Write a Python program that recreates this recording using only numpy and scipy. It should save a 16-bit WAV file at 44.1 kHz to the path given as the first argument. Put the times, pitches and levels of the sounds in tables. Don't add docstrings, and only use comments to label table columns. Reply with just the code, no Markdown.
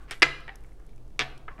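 import sys
import numpy as np
from scipy import signal
from scipy.fft import rfft, irfft
from scipy.io import wavfile
from scipy.ndimage import uniform_filter1d, map_coordinates

SR = 44100
rng = np.random.default_rng(int(sys.argv[2]) if len(sys.argv) > 2 else 0)


def gain_from_db(level_db):
    decades = np.asarray(level_db, float) / 20
    return 10 ** decades


def waveform_to_disk(signal):
    frames = np.transpose(np.atleast_2d(signal))
    scaled = np.clip(frames, -1, 1) * 32767
    samples = np.round(scaled).astype(np.int16)
    wavfile.write(sys.argv[1], SR, samples)


N = 70560
PAD = 8820


def evened(x):
    return x / np.sqrt(np.mean(x ** 2) + 1e-20)


def read(points, hz):
    f, value = np.transpose(points)
    return np.interp(np.log(hz + 1), np.log(f + 1), value)


def add(mix, s, sound):
    part = mix[PAD + round(s * SR):][:len(sound)]
    part += sound[:len(part)]


def shaped(x, gain):
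    return irfft(rfft(x) * gain, len(x))


def band_passed(x, centre_hz, half_width, lowest_hz):
    edges = np.clip([centre_hz * (1 - half_width), centre_hz * (1 + half_width)], lowest_hz, 20000)
    return signal.lfilter(*signal.butter(2, edges, "bandpass", fs=SR), x)


def touches(rows, modes, loose=1):
    detune, spread_db, rise_cycles = .025, 1.5, .45
    crack_db, crack_t60_s = -14, 0.0047
    out, t = np.zeros(N + PAD), np.arange(16000) / SR
    hz, db, t60 = np.transpose(modes)[:, :, None]
    for s, strength_db, hard_hz in rows:
        pitch_draw, level_draw = rng.standard_normal((2, len(hz), 1))
        f = hz * (1 + loose * detune * pitch_draw)
        rise = (1 - np.exp(-t * f / rise_cycles)) ** 2
        decay = gain_from_db(db + spread_db * level_draw - 60 * t / t60)
        ring = (rise * decay * np.sin(2 * np.pi * f * t)).sum(0)
        crack = np.diff(rng.standard_normal(len(t) + 1)) * gain_from_db(crack_db - 60 * t / crack_t60_s)
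        soft = signal.butter(4, min(hard_hz, 20000), fs=SR, output="sos")
        sound = signal.sosfilt(soft, ring + crack)
        add(out, s, gain_from_db(strength_db) * sound / abs(sound).max())
    return out


# start in seconds, strength in dB, contact hardness in Hz.
FIRST_TOUCHES = [
    (.2209, 0.5, 8100),
    (.2239, -2.5, 8000),
    (.2261, -9.5, 7040),
    (.227, 1.5, 12000),
    (.2288, 3, 7157),
    (.2311, 2, 5743),
    (.2327, -15, 3000),
    (.234, -13, 4500),
    (.2364, -10, 2996),
    (.2383, -18, 2975),
]
# frequency in Hz, level in dB, decay time t60 in seconds.
FIRST_MODES = [(1340, -21.5, 0.023), (1543, -11, 0.036), (1903, -18.5, 0.016), (2068, 6, 0.01),
               (2423, 2, 0.0099), (2687, -0.5, 0.0081), (3070, -12, 0.011), (3335, -14.5, 0.011),
               (3950, -27.5, 0.0039), (4896, -5, 0.0081), (5136, -10, 0.0067), (6850, -27.5, 0.005),
               (7880, -22.5, 0.024), (11000, -32, 0.0046)]


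def first_stone():
    return touches(FIRST_TOUCHES, FIRST_MODES, loose=0.17)


# start in seconds, strength in dB, contact hardness in Hz.
SECOND_TOUCHES = [(1.1927, -7.5, 8200), (1.1952, -54, 6150), (1.197, -17.5, 4200), (1.199, -20.5, 5500),
                  (1.2012, -14.5, 6200), (1.2045, -56, 4040), (1.2062, -21, 5070), (1.2086, -15, 6100),
                  (1.2153, -17, 5560), (1.2185, -22.5, 3500), (1.2205, -19.5, 5130), (1.2248, -31, 5190),
                  (1.2266, -32, 4020), (1.23, -32, 4500), (.638, -55, 2430), (.646, -47, 2000),
                  (.72, -53.5, 2470), (.892, -55, 4000), (.932, -57, 2350), (.98, -55.5, 4960),
                  (1.105, -64, 4000), (1.13, -64, 3500)]
# frequency in Hz, level in dB, decay time t60 in seconds.
SECOND_MODES = [(1200, -18, 0.0068), (1670, -3, 0.0045), (1980, -10.5, 0.012), (2298, -4, 0.013),
                (2606, -2, 0.007), (3400, -1.5, 0.0056), (4000, -21.5, 0.011), (4870, -12, 0.01),
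                (5500, -8.5, 0.0053), (6700, -20, 0.00546), (7200, -33, 0.0035), (8620, -21, 0.015),
                (9050, -25, 0.01), (11300, -29, .004)]


def second_stone():
    return touches(SECOND_TOUCHES, SECOND_MODES)


# start in seconds, strength in dB, contact hardness in Hz.
TAPPED_TOUCHES = [
    (.098, -41.5, 2890),
    (.1098, -19.5, 13960),
    (.1111, -24, 9100),
    (.1125, -27.5, 4000),
    (.1169, -22, 8000),
    (.1207, -28, 10100),
    (.124, -37, 8000),
    (.1315, -34, 6050),
    (.142, -32.5, 4000),
]
# frequency in Hz, level in dB, decay time t60 in seconds.
TAPPED_MODES = [(750, -18.5, 0.015), (1220, -13.5, 0.011), (2000, -4.5, 0.0085), (2290, -3.5, .008),
                (2600, -7, 0.0065), (3060, -4, 0.006), (4200, -10, 0.0013), (5400, -6, 0.0042),
                (6500, -10.5, .004), (8866, -7, 0.0059), (10000, -19, 0.0013)]


def tapped_stone():
    return touches(TAPPED_TOUCHES, TAPPED_MODES)


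# start in seconds, strength in dB, contact hardness in Hz.
PADDED_TOUCHES = [
    (.4795, -32, 5500),
    (.483, -42, 2650),
    (.487, -34, 2530),
    (.4925, -28.5, 4500),
    (.495, -46, 2420),
    (.499, -41.5, 2590),
    (.503, -58, 1980),
    (1.5805, -45.5, 3400),
    (1.587, -53, 1990),
]
# frequency in Hz, level in dB, decay time t60 in seconds.
PADDED_MODES = [(762, -16, 0.17), (876, -4, 0.031), (1160, -5, 0.021), (1868, -1.5, 0.048),
                (1867, -2, 0.031), (2307, 4.5, 0.01191), (2840, 9.5, 0.0036), (3500, -4, 0.0046),
                (4500, -7, 0.0039), (8300, -3, 0.0054)]


def padded_stone():
    return touches(PADDED_TOUCHES, PADDED_MODES)


# start in seconds, strength in dB, contact hardness in Hz.
NUDGED_TOUCHES = [
    (-.09, -23, 3000),
    (.7985, -54, 2450),
    (.802, -60.5, 2000),
    (1.4808, -30.5, 4000),
    (1.4838, -32, 3400),
    (1.488, -37.5, 2300),
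    (1.495, -64, 2280),
]
# frequency in Hz, level in dB, decay time t60 in seconds.
NUDGED_MODES = [(471.7, -18.5, 0.11), (1040.4, -15, 0.02), (1262, 1, 0.018), (1590, -3, 0.031),
                (1670, -7.5, 0.014), (2000, -3.5, 0.018), (2270, -15.5, 0.014), (2980, -14, 0.015),
                (3300, -11, 0.007)]


def nudged_stone():
    return touches(NUDGED_TOUCHES, NUDGED_MODES)


# start in seconds, strength in dB, contact hardness in Hz.
DESK_BLOWS = [
    (.111, -35.5, 2020),
    (.2215, -14.5, 2600),
    (.2275, -19, 2610),
    (.481, -42, 1500),
]
# frequency in Hz, level in dB, decay time t60 in seconds.
DESK_MODES = [(216, -14.5, 0.11), (358.6, -3, 0.06), (400, 2, 0.073), (479, -4, 0.072), (679, -1, 0.037),
              (732, -4.5, 0.1), (974, -5.5, 0.034), (1153, -20.5, 0.018), (1348, 5.5, 0.023),
              (1556, -8.5, 0.05)]


def near_desk():
    return touches(DESK_BLOWS, DESK_MODES, loose=0)


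# start in seconds, strength in dB, contact hardness in Hz.
FAR_BLOWS = [
    (1.193, -21.5, 2300),
    (1.209, -24, 2030),
    (1.482, -39.5, 1500),
    (1.581, -43.5, 1500),
]
# frequency in Hz, level in dB, decay time t60 in seconds.
FAR_DESK_MODES = [(240, -7, 0.13), (335, 3, 0.033), (413, 5.5, 0.033), (468, -9, 0.074), (739, -8.5, 0.14),
                  (746, -8, 0.096), (1011, -4, 0.035), (1174, 0, 0.071), (1278, 3, 0.051), (1750, 6, 0.044)]


def far_desk():
    return touches(FAR_BLOWS, FAR_DESK_MODES, loose=0)


# start in seconds, strength in dB, pitch in Hz.
BEAD_TICKS = [(0.178, -51, 10700), (0.198, -45, 8160), (.405, -50, 11000), (.5425, -76.5, 7340),
              (.557, -37.5, 9280), (0.607, -58.5, 6500), (.638, -54, 9100), (0.665, -57, 8800),
              (.731, -58, 10770), (0.798, -56, 8000), (.865, -53.5, 9000), (0.893, -58, 8760),
              (0.961, -53, 8350), (0.979, -57, 8600), (1.079, -58, 8300), (1.104, -60, 6140),
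              (1.379, -45.5, 9550), (1.377, -47, 4000)]


def beads():
    t60_s = .009
    out, t = np.zeros(N + PAD), np.arange(1000) / SR
    for s, strength_db, hz in BEAD_TICKS:
        burst = rng.standard_normal(len(t)) * gain_from_db(-60 * t / t60_s)
        tick = band_passed(burst, hz, .4, 100)
        add(out, s, gain_from_db(strength_db) * tick / abs(tick).max())
    return out


# start in seconds, length in seconds, level in dB, centre in Hz.
RUB_STROKES = [(-.03, .12, -68, 2211), (0.001, .06, -72.5, 8800), (0.076, 0.043, -54, 1794),
               (0.094, 0.0093, -83, 5500), (0.107, 0.035, -41, 1990), (0.118, 0.094, -75, 7680),
               (0.511, 0.056, -61, 1545), (0.604, 0.16, -77.5, 8930), (0.592, 0.39, -72, 1430),
               (0.749, 0.19, -71, 1203), (0.847, 0.099, -79, 3500), (1.156, 0.013, -74, 1430),
               (1.486, 0.062, -59.5, 1400), (1.493, 0.095, -78, 3500), (1.579, 0.061, -46, 900)]


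def rubs():
    grit_db = 3
    out = np.zeros(N + PAD)
    for s, length, db, hz in RUB_STROKES:
        hiss, rough = rng.standard_normal((2, 8000))[:, :round(length * SR)]
        grit = gain_from_db(db + grit_db * evened(uniform_filter1d(rough, size=80)))
        stroke = np.hanning(len(hiss)) ** .5
        add(out, s, evened(band_passed(hiss, hz, .45, 50)) * grit * stroke)
    return out


# start in seconds, level in dB, frequency in Hz, swell in seconds.
LOW_BOOMS = [
    (.222, -36, 139.5, 0.02),
    (1.193, -40, 134.7, 0.007),
    (1.583, -37.5, 190, .01),
]


def booms():
    t60_s = 0.55
    out, t = np.zeros(N + PAD), np.arange(16000) / SR
    for s, db, hz, swell in LOW_BOOMS:
        envelope = gain_from_db(db - 60 * t / t60_s) * (1 - np.exp(-t / swell)) ** 2
        add(out, s, envelope * np.sin(2 * np.pi * hz * t))
    return out


def scattered(x):
    path = .2 * np.cumsum(evened(uniform_filter1d(rng.standard_normal(len(x)), size=40)))
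    drift = path - uniform_filter1d(path, size=800)
    return map_coordinates(x, [np.arange(len(x)) + drift], order=3, mode="nearest")


# low edge in Hz, high edge in Hz, level in dB.
THROWS = [
    (1400, 8000, -1),
    (700, 25000, -2.5),
    (600, 7000, -3.5),
    (610, 2800, -0.5),
    (1500, 9100, -0.5),
]


def thrown(stones):
    away = []
    for x, (low_hz, high_hz, db) in zip(stones, THROWS):
        band = signal.butter(1, [low_hz, min(high_hz, 20000)], "bandpass", fs=SR)
        away.append(gain_from_db(db) * signal.lfilter(*band, scattered(x)))
    return away


EARLY_SHARES = [
    -13.5,
    -9.5,
    -9,
    -7,
    -5,
    0.5,
]


def nearby(sources):
    t60_s, rise_s = 0.16, 0.00082
    t = np.arange(6000) / SR
    early = []
    for x, db in zip(sources, EARLY_SHARES):
        spray = rng.standard_normal(len(t)) * gain_from_db(-60 * t / t60_s) * np.minimum(t / rise_s, 1)
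        early.append(gain_from_db(db) * signal.fftconvolve(x, spray / np.linalg.norm(spray))[:len(x)])
    return early


# frequency in Hz, decay time t60 in seconds.
ROOM_DECAY = [(120, 0.79), (320, 0.62), (840, 0.71), (2210, 0.42), (5000, 0.54), (8000, 0.39), (11000, 0.6),
              (14000, .2)]
# frequency in Hz, level in dB.
WALL_COLOUR = [(150, -12.5), (400, 0.5), (700, 0.5), (1500, -0.5), (3000, -4), (5300, -10), (6500, -12.5),
               (12000, 3)]


def room(x):
    delay_s = .003
    taps = np.zeros(SR)
    at = np.arange(0, SR - 20, 10)
    taps[at + rng.integers(0, 10, len(at))] = rng.choice([-1., 1.], len(at))
    taps[:round(delay_s * SR)] = 0
    hz, t, z = signal.stft(taps, SR, nperseg=256)
    colour_db = read(WALL_COLOUR, hz)[:, None]
    decay_db = 60 * t / read(ROOM_DECAY, hz)[:, None]
    tail = signal.istft(z * gain_from_db(colour_db - decay_db), SR, nperseg=256)[1]
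    return signal.fftconvolve(x, tail / np.linalg.norm(tail))[:len(x)]


# frequency in Hz, level in dB per Hz.
AIR_SPECTRUM = [(15, -1), (65, -21), (150, -33), (350, -31), (700, -41), (2000, -56.5), (9000, -63),
                (16000, -70.5)]
# frequency in Hz, width in Hz, level in dB.
ROOM_HUMS = [
    (47.4, 9.2, -51),
    (122.3, 3.4, -61.5),
    (150.5, 5.9, -66),
]


def air():
    hz = np.fft.rfftfreq(N, 1 / SR)
    out = gain_from_db(-42.5) * evened(shaped(rng.standard_normal(N), gain_from_db(read(AIR_SPECTRUM, hz))))
    for f, width, db in ROOM_HUMS:
        bell = np.exp(-((hz - f) / width) ** 2)
        out += gain_from_db(db) * evened(shaped(rng.standard_normal(N), bell))
    return out


def scene():
    room_db, wood_room_db, far_room_db, bead_room_db = -10, -7, -2, -15
    stones = [first_stone(), second_stone(), padded_stone(), nudged_stone(), tapped_stone()]
    far = far_desk()
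    desk = near_desk() + far
    away = thrown(stones)
    *stones_early, desk_early = nearby(away + [desk])
    near = sum(stones_early)
    wood = desk + desk_early + rubs()
    ticks = beads()
    wood_away = gain_from_db(wood_room_db) * scattered(wood) + gain_from_db(far_room_db) * scattered(far)
    sent = gain_from_db(room_db) * (sum(away) + near + wood_away) + gain_from_db(bead_room_db) * ticks
    heard = sum(stones) + near + wood + booms() + ticks + room(sent)
    mic = signal.butter(2, 11400, fs=SR)
    return (signal.lfilter(*mic, heard)[PAD:] + air())[None]


def roll_off(x):
    return signal.sosfilt(signal.butter(12, 16350, fs=SR, output="sos"), x)


def record(dry):
    ceiling, edge_hz = 1, 16200
    knee = dry / (1 + (abs(dry) / ceiling) ** 6) ** (1 / 6)
    mix = signal.oaconvolve(knee, signal.firwin(255, edge_hz, fs=SR)[None], "same")
    return roll_off(mix)


dry = scene()
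out = record(dry)
waveform_to_disk(out)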